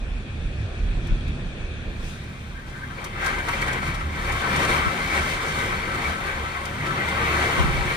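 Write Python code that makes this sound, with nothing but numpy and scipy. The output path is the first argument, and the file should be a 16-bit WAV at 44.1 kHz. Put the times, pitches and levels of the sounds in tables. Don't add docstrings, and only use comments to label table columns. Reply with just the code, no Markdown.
import sys
import numpy as np
from scipy import signal
from scipy.fft import rfft, irfft, next_fast_len
from scipy.io import wavfile
from scipy.ndimage import uniform_filter1d, map_coordinates

SR = 44100
rng = np.random.default_rng(int(sys.argv[2]) if len(sys.argv) > 2 else 0)


def master_out(mix):
    frames = np.transpose(np.atleast_2d(mix))
    ceiling = np.clip(frames, -1, 1)
    pcm = np.round(ceiling * 32767).astype(np.int16)
    wavfile.write(sys.argv[1], SR, pcm)


N = 351069
T = np.arange(N) / SR

# (time [s], drumming [dB], spray [dB])
RAIN_LEVELS = [(0.0, -42.5, -58), (1.13, -39.5, -55.5), (1.9, -40.5, -57.5), (2.25, -42.5, -53),
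               (2.66, -43.5, -55), (2.95, -39, -50.5), (3.13, -37, -51), (3.22, -30.5, -51.5),
               (3.45, -28.5, -39.5), (3.75, -26.5, -42), (4.08, -36, -49), (4.3, -27, -39.5),
               (4.65, -21.5, -35), (4.83, -25, -39.5), (5.3, -29.5, -37), (5.65, -26.5, -38),
               (5.85, -28.5, -42.5), (6.2, -29, -43.5), (6.76, -32, -45), (6.9, -26.5, -42),
               (7.2, -24, -40), (7.45, -22.5, -35), (7.7, -25.5, -39), (7.96, -27.5, -39)]
# (frequency [Hz], width [Hz], relative level [dB])
PANE_MODES = [(362, 11.6, -3), (461.7, 11.3, -4.5), (549.6, 19.6, -5), (715, 20.5, -7.5), (804.6, 22, -5),
              (957, 23.5, -5), (1030, 51, -7), (1106, 26, -3.5), (1195, 22, -1), (1320, 14.7, 6),
              (1417, 30, -6.5), (1526, 42, -1.5), (1693, 38, -6), (1726, 20, -5.5), (1784, 55, -4.5),
              (1915, 43, -1), (2075, 19, 3.5), (2127, 56, -9.5), (2260, 42, -7), (2440, 58, -11.5),
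              (2490, 61, -11), (2660, 50, -6), (2940, 25, -18), (3090, 23, -15), (3230, 50, -14),
              (3535, 28, -11.5), (3850, 39, -22), (4110, 33, -26), (4480, 44, -12)]
# (frequency [Hz], left minus right [dB])
BALANCE_FAR = [(60, -2.5), (120, -0.5), (240, -1), (480, 0.5), (950, 2), (1890, 2), (3770, 3), (7520, -1.5),
               (15000, 0)]
BALANCE_NEAR = [(60, -4), (120, 5), (240, -2), (480, 3.5), (950, 6.5), (1890, 2.5), (3770, 3.5), (7520, -2),
                (15000, 2.5)]
# (frequency [Hz], lag of left [cycles])
LAG_FAR = [(0, 0), (800, 0), (1400, .15), (2000, .48), (2800, .6), (3500, 1)]
LAG_NEAR = [(0, 0), (700, -.03), (1000, .05), (1150, .2), (1250, .4), (1340, .42), (1400, .22), (1450, .4),
            (1560, .13), (1680, .45), (1850, .4), (2000, .2), (2270, .14), (2560, -.15), (2640, .62),
            (3000, .58), (3300, .88), (3600, 1)]
LAG_TREBLE = [(4400, 1.05), (7100, 1.5), (9200, 2), (11500, 2.5), (13500, 3), (15500, 3.5)]
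# (frequency [Hz], left-right correlation [0..1])
ALIKE_FAR = [(60, 1), (250, 0.92), (600, 0.64), (1000, 0.11), (1400, 0.45), (2000, 0.26), (3200, 0.32),
             (5500, 0.053), (7500, 0.54), (9000, 0.63), (10400, 0.28), (11000, 1), (15700, .99)]
ALIKE_NEAR = [(60, 1), (250, .93), (500, .75), (780, .3), (1000, .35), (1090, .72), (1170, .4), (1300, .7),
              (1560, .45), (1670, .72), (1800, .45), (2060, .82), (2180, .6), (2290, .78), (2600, .1),
              (2740, .65), (2800, .45), (2880, .68), (3060, .2), (3600, .42), (4400, .35), (5500, .1),
              (7500, .42), (9000, .58), (10400, .28), (11000, 1), (15700, .99)]
FAR = (BALANCE_FAR, [*LAG_FAR, *LAG_TREBLE], ALIKE_FAR)
NEAR = (BALANCE_NEAR, [*LAG_NEAR, *LAG_TREBLE], ALIKE_NEAR)


def amp(db):
    return 10 ** (np.asarray(db) / 20)


def rms(x):
    return np.sqrt(np.mean(x ** 2))


def unit(x):
    return x / np.sqrt(np.mean(x ** 2) + 1e-20)


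def noise_pair():
    return rng.standard_normal((2, N))


def along(points, hz):
    f, v = np.transpose(points)
    return np.interp(np.log(hz + 1), np.log(f + 1), v)


def curves(rows):
    s, *cols = np.transpose(rows)
    return [np.interp(T, s, c) for c in cols]


def swells(rows):
    s, half, *cols = np.transpose(rows)
    coarse_t = T[::64]
    bells = np.exp(-((coarse_t[:, None] - s) / half) ** 2)
    return [np.interp(T, coarse_t, bells @ c) for c in cols]


def wobble(knots_per_s):
    knots = rng.standard_normal(int(N * knots_per_s / SR) + 4)
    return map_coordinates(knots, [T * knots_per_s])


def filtered(x, response):
    m = next_fast_len(N + SR // 2)
    return irfft(rfft(x, m) * response(np.fft.rfftfreq(m, 1 / SR)), m)[..., :N]


def coloured(points):
    return lambda hz: amp(along(points, hz))


def ringing(modes, top_hz):
    def response(f):
        peaks = 0
        for k, (centre, width, db) in enumerate(modes):
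            peak = 1j * f * width / (centre * centre - f * f + 1j * f * width)
            peaks = peaks + (-1) ** k * amp(db) * peak
        return peaks / (1 + 1j * f / top_hz) ** 2
    return response


def ports(pair, response, field):
    balance, lag, alike = field
    m = next_fast_len(N + SR // 4)
    hz = np.fft.rfftfreq(m, 1 / SR)
    turn = np.arccos(np.clip(along(alike, hz), 0, 1)) / 2
    a, b = rfft(pair, m) * response(hz) * [np.cos(turn), np.sin(turn)]
    half_lag = np.exp(-1j * np.pi * np.interp(hz, *np.transpose(lag)))
    left = amp(along(balance, hz) / 2) * half_lag
    return unit(irfft(np.array([(a + b) * left, (a - b) / left]), m)[:, :N])


def shifting(x, depth_db, bins, frames):
    z = signal.stft(x, nperseg=512)[2]
    patches = uniform_filter1d(rng.standard_normal(z.shape[1:]), size=bins, axis=0)
    patches = uniform_filter1d(patches, size=frames, axis=1)
    return unit(signal.istft(z * amp(depth_db * unit(patches)), nperseg=512)[1][:, :N])


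def patchy(depth_db):
    return shifting(noise_pair(), depth_db, bins=8, frames=10)


def drops(rate_per_s, spread_db, share):
    chance, size = rng.random((2, 2, N))
    sign = np.sign(chance * SR / rate_per_s - .5)
    hits = (chance < rate_per_s / SR) * amp(-spread_db * np.log(size + 0.017)) * sign
    share = np.clip(share, 0, 1)
    return np.sqrt(share) * unit(hits) + np.sqrt(1 - share) * patchy(depth_db=1.5)


def held(x, steady):
    power = np.abs(uniform_filter1d(x.mean(axis=0) ** 2, size=500))
    return unit(x / (power / power.mean() + .05) ** (np.clip(steady, 0, 1) / 2))


def boom():
    # (time [s], deep boom [dB], rumble [dB], drone [dB])
    levels = [(0.0, -30, -26, -32), (0.36, -37, -32.5, -37.5), (0.75, -36.5, -36, -37.5),
              (1.2, -28.5, -30.5, -33), (1.5, -37.5, -35.5, -37), (1.9, -31, -33.5, -36),
              (2.3, -41.5, -38, -43), (2.7, -42, -42, -41.5), (3.1, -39.5, -39.5, -42),
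              (3.3, -37, -36, -35.5), (3.85, -38, -33.5, -33.5), (4.2, -36, -34, -39.5),
              (4.65, -43, -32.5, -29.5), (5.1, -40.5, -38, -37.5), (5.8, -37.5, -34, -36),
              (6.2, -44, -41.5, -38.5), (6.6, -47, -39, -39.5), (7.0, -43, -36.5, -33),
              (7.578, -44, -29.5, -34.5), (7.605, -37, -29, -30), (7.68, -27, -27, -24.5),
              (7.73, -23, -34, -32), (7.84, -29, -29, -35), (7.96, -39, -34, -32)]
    # (time [s], 1/e half-length [s], deep boom change [dB], rumble change [dB])
    rolls = [(0.1, 0.08, 6.5, -12.5), (0.48, 0.1, 18.5, -0.5), (0.62, 0.052, -1, 10), (0.9, 0.085, 12.5, 6),
             (1.13, 0.036, 17.5, 5.5), (1.49, .03, 3.5, 2), (1.63, 0.036, 15.5, 4), (2.03, 0.036, 9, -5),
             (2.48, 0.057, 6, 6.5), (4.0, .04, 7, -11), (4.06, .03, -6, 3), (4.48, 0.033, -2, -8),
             (4.71, 0.019, 15, 5), (5.22, 0.048, 12, 5), (5.35, 0.036, 5, 3), (6.11, 0.052, -1, 6),
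             (6.42, 0.13, 6, 7)]
    # (frequency [Hz], relative density [dB])
    deep_spectrum = [(15, -25), (24, 8), (31, 7.5), (39, 13.5), (48, 6), (60, -15), (90, -54), (200, -120)]
    # (frequency [Hz], width [Hz], level before squaring [dB])
    low_modes = [(71.85, 12, -0.5), (108, 13, -3)]
    # (frequency [Hz], width [Hz], relative level [dB])
    high_modes = [(135.5, 27, -1), (163, 14.5, -1), (190.4, 23.7, -4), (253.3, 36, -6), (321, 30, -8),
                  (398, 53, -13)]
    deep_db, rumble_db, drone_db = curves(levels)
    deep_change_db, rumble_change_db = swells(rolls)
    low_response = ringing(low_modes, top_hz=200)
    deep = ports(noise_pair(), coloured(deep_spectrum), FAR)
    rumble = ports(noise_pair(), lambda hz: low_response(hz) ** 2, FAR)
    drone = ports(noise_pair(), ringing(high_modes, top_hz=400), FAR)
    drone_db = drone_db + 0.15 * rumble_change_db + 1.7 * wobble(5)
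    out = amp(deep_db + deep_change_db) * deep
    out += amp(rumble_db + rumble_change_db) * rumble
    return out + amp(drone_db) * drone


def rain_levels():
    # (time [s], 1/e half-length [s], drumming change [dB], spray change [dB])
    sheet_swells = [(2.08, 0.095, 1, 8.5), (2.7, 0.033, 1, 4), (2.77, 0.028, 1.5, 2.5),
                    (2.985, 0.02, 4, 0.5), (3.03, 0.031, 4.5, 3), (3.068, 0.013, 5, 4),
                    (3.26, 0.074, 4, 11.5), (3.395, 0.014, 3, 0), (3.44, 0.046, -3.5, -4),
                    (3.54, 0.0069, 5, 2), (3.81, 0.016, -7, -2), (3.49, 0.0098, 5.5, 3),
                    (3.63, 0.011, -5, 3), (3.685, 0.0069, 2.5, 5.5), (3.83, 0.0063, 4, 2),
                    (3.88, 0.037, 0.5, 4), (3.95, 0.01, 0.5, 6.5), (4.01, 0.01, 5, 3),
                    (4.157, 0.0069, -1, 2), (4.19, 0.013, 3.5, 0.5), (4.225, 0.011, -2, 2),
                    (4.27, 0.0088, -2, 1.5), (4.3, 0.0085, 3, -5), (4.395, 0.015, -3, 0),
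                    (4.44, .02, 0, -2.5), (4.5, 0.033, -1, -1), (4.62, 0.044, 0.5, 1.5),
                    (4.67, .012, -5.5, -5), (4.73, 0.075, 2.5, 4), (5.16, 0.051, 6, 3.5),
                    (5.32, 0.066, 4.5, 2), (5.39, .03, -2, -4), (5.46, 0.036, 2.5, 0.5),
                    (5.59, 0.018, -1, 2.5), (5.95, 0.013, 2, 4), (6.075, 0.073, 2, 5),
                    (6.18, 0.026, -2, 0.5), (6.28, 0.035, 2, 4), (6.87, 0.013, 3, 5), (7.09, 0.012, 0.5, 4),
                    (7.29, 0.079, 1.5, 1.5), (7.43, 0.031, 1.5, 1), (7.6, 0.024, 3, 2.5),
                    (7.92, 0.025, 2.5, 1.5)]
    return np.add(curves(RAIN_LEVELS), swells(sheet_swells))


def rain():
    # (frequency [Hz], relative density [dB])
    muffled_spectrum = [(60, -120), (150, -11), (300, 1), (500, 2.5), (950, -6), (1300, -4.5), (1600, -1.5),
                        (1800, -1), (2050, -8), (2450, 2.5), (2950, -9.5), (3400, -6), (4500, -15),
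                        (9000, -120)]
    far_spray_spectrum = [(1500, -120), (3000, -15), (4500, -1), (6000, 0), (8000, -4.5), (10000, -9.5),
                          (11000, -20), (12000, -25), (14000, -27), (15700, -43)]
    patter_spectrum = [(60, -120), (150, -16.5), (300, -2.5), (600, -4), (1200, -4.5), (2300, -1),
                       (2600, -11.5), (2900, -7.5), (3500, -15), (4600, -22.5), (6000, -47), (9000, -120)]
    near_spray_spectrum = [(1500, -120), (3000, 8), (4500, 1), (6000, -0.5), (8000, -3), (10000, -5),
                           (12000, -14.5), (14000, -9.5), (14700, -23), (15700, -31)]
    fade_start_s, fade_end_s = 1.82, 2.88
    drum_db, spray_db = rain_levels()
    near = np.clip((T - fade_start_s) / (fade_end_s - fade_start_s), 0, 1)
    gusts = near * (0.2 * wobble(9) + 0.25 * wobble(25))

    outside = ports(patchy(depth_db=1.33), coloured(muffled_spectrum), FAR)
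    far_spray = ports(patchy(depth_db=1.5), coloured(far_spray_spectrum), FAR)

    blows = drops(rate_per_s=1500, spread_db=2.5, share=0.41)
    roving = shifting(blows, depth_db=2.0, bins=2, frames=14)
    pane = ports(roving, ringing(PANE_MODES, top_hz=4760), NEAR)
    patter = ports(patchy(depth_db=1.5), coloured(patter_spectrum), NEAR)
    glass = unit(pane + amp(-2.5) * patter)
    near_spray = ports(blows, coloured(near_spray_spectrum), NEAR)

    drum_share, spray_share = near ** 1.5, near ** 0.25
    drumming = np.sqrt(1 - drum_share) * outside + np.sqrt(drum_share) * glass
    hiss = np.sqrt(1 - spray_share) * far_spray + np.sqrt(spray_share) * near_spray
    return amp(drum_db + 0.34 * gusts) * drumming + amp(spray_db + 0.43 * gusts) * hiss


def splats():
    # (time [s], burst level before attack and decay [dB], pane drive re burst before 7 dB cut [dB])
    big_drops = [(1.069, -44, 8), (1.279, -46, 8), (2.079, -52, 9), (3.042, -30, 6), (3.2426, -34, 4),
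                 (3.261, -27, 11), (3.384, -37, 5), (3.485, -30, 8), (3.616, -30.5, 24), (3.662, -40, 6),
                 (3.729, -31, 10), (3.8758, -39, 15), (4.292, -35, -3), (4.3206, -31.5, 0),
                 (4.561, -27.5, -2), (4.648, -29, 17), (5.15, -36, -6), (5.4814, -33, -12),
                 (6.653, -30.5, 2)]
    # (frequency [Hz], relative density [dB])
    splash_spectrum = [(1500, -120), (3500, -1.5), (6000, 3.5), (9000, -1), (12000, -5), (15700, -16)]
    t60_s, attack_s = 0.055, 0.0016
    burst, knock = np.zeros((2, N + SR)), np.zeros((2, N + SR))
    t = T[:SR // 10]
    envelope = amp(-60 * t / t60_s) * (1 - np.exp(-t / attack_s))
    for s, db, ring_db in big_drops:
        noise = rng.standard_normal((2, len(t))) * envelope
        span = slice(round(s * SR), round(s * SR) + len(t))
        burst[:, span] += amp(db) * noise
        knock[:, span] += amp(db + ring_db) * noise
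    hiss = rms(burst) * ports(burst[:, :N], coloured(splash_spectrum), NEAR)
    ring = rms(knock) * ports(knock[:, :N], ringing(PANE_MODES, top_hz=5000), NEAR)
    return hiss + amp(-7.0) * ring


def thumps():
    # (time [s], level before decay and 0.6 port gain [dB], final pitch [Hz], extra early phase [cycles])
    blows = [ (4.8671, -15, 310, 0), (4.8706, -13, 105, 0), (7.587, -13.5, 150, 0), (7.6, -8.5, 53, 0),
             (7.65, -14.5, 48, 0), (1.113, -16, 44.7, 0.095), (7.642, -24, 290, 0.065),
             (7.651, -22, 290, 0), (7.727, -27, 190, 0), (7.63, -22, 90, 0.11), (7.67, -20, 140, 0.091),
             (7.683, -22, 160, 0.05), (7.7015, -18.5, 90, .05), (7.749, -22, 47.3, 0.062),
             (7.781, -18, 62, 0.075), (7.804, -18, 65, 0.033), (7.862, -23, 80, 0.064),
             (7.898, -26, 100, 0.076)]
    snap_s, attack_s = .0025, .0003
    out, t = np.zeros(N + SR), T[:SR // 8]
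    for s, db, hz, snap_cycles in blows:
        cycles = hz * t + snap_cycles * (1 - np.exp(-t / snap_s))
        fade = amp(-3.5 * (t * hz) ** 3.5) * (1 - np.exp(-t / attack_s))
        out[round(s * SR):][:len(t)] += amp(db) * fade * np.sin(2 * np.pi * cycles)
    return out[:N] * [[-.6], [.6]]


def hollow():
    # (time [s], level re slow drumming before 3 dB cut [dB])
    levels = [(2.1, -7), (2.6, -12.5), (2.8, -10.5), (3.2, -17), (3.55, -9.5), (3.9, -10), (4.2, -13),
              (4.9, -8), (5.5, -6.5), (6.5, -18), (7.96, -11.5)]
    # (time [s], 1/e half-length [s], low note change [dB], high note change [dB])
    whooshes = [(2.582, 0.038, 17, -8), (2.76, 0.04, 19.5, -15), (2.841, 0.024, 21, -8),
                (2.914, 0.018, 18, -4), (2.992, 0.012, 5, 17), (3.065, 0.012, 4, 4), (3.27, .12, 18.5, 13),
                (3.404, 0.018, 10, 3), (3.705, 0.022, 10.5, 4), (3.893, 0.032, 11, 12),
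                (4.297, 0.036, -3, 10), (4.56, .04, -10, 2), (5.172, 0.061, 3, 11), (5.28, 0.023, 2, 8),
                (5.697, 0.055, 5, 1), (6.06, 0.029, 0, 15), (6.3, 0.038, 15.5, 14), (6.667, 0.038, 6, 12),
                (6.864, .05, 3, 3), (7.902, 0.049, 6, 10.5)]
    # (frequency [Hz], width [Hz], relative level [dB])
    gap_low = [(1582, 66, 3), (1801, 22, 2.5)]
    gap_high = [(2283, 65, 6)]
    level_db = curves(RAIN_LEVELS)[0] + curves(levels)[0] - 3
    fade_in = np.clip((T - levels[0][0]) / 0.091, 0, 1)
    notes = 0
    for gap, change_db in zip((gap_low, gap_high), swells(whooshes)):
        note = held(ports(noise_pair(), ringing(gap, top_hz=1510), NEAR), steady=0.25)
        notes = notes + amp(change_db + 1.2 * wobble(11)) * note
    return fade_in * amp(level_db) * notes


def pings():
    # (time [s], level before attack, decay and port balance [dB], pitch [Hz])
    single_notes = [(3.487, -22, 958), (3.488, -26, 2720), (3.536, -24, 2370), (3.618, -20, 2274),
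                    (3.683, -27, 1610), (4.152, -28, 1530), (4.425, -32, 2100), (4.44, -19, 1313),
                    (4.5, -27, 2360), (4.71, -22, 2130), (6.867, -29, 1540), (7.004, -18.5, 1944),
                    (7.217, -28, 1030)]
    t60_s, attack_s = 0.11, 0.0026
    out, t = np.zeros(N + SR), T[:SR // 5]
    fade = amp(-60 * t / t60_s) * (1 - np.exp(-t / attack_s))
    for s, db, hz in single_notes:
        out[round(s * SR):][:len(t)] += amp(db) * fade * np.sin(2 * np.pi * hz * t)
    dry_pings = out[:N]
    return rms(dry_pings) * ports(np.array([dry_pings, 0 * T]), np.ones_like, NEAR)


def scene():
    return boom() + rain() + splats() + thumps() + hollow() + pings()


def record(dry):
    return filtered(dry, lambda hz: hz < 15750)


dry = scene()
out = record(dry)
master_out(out)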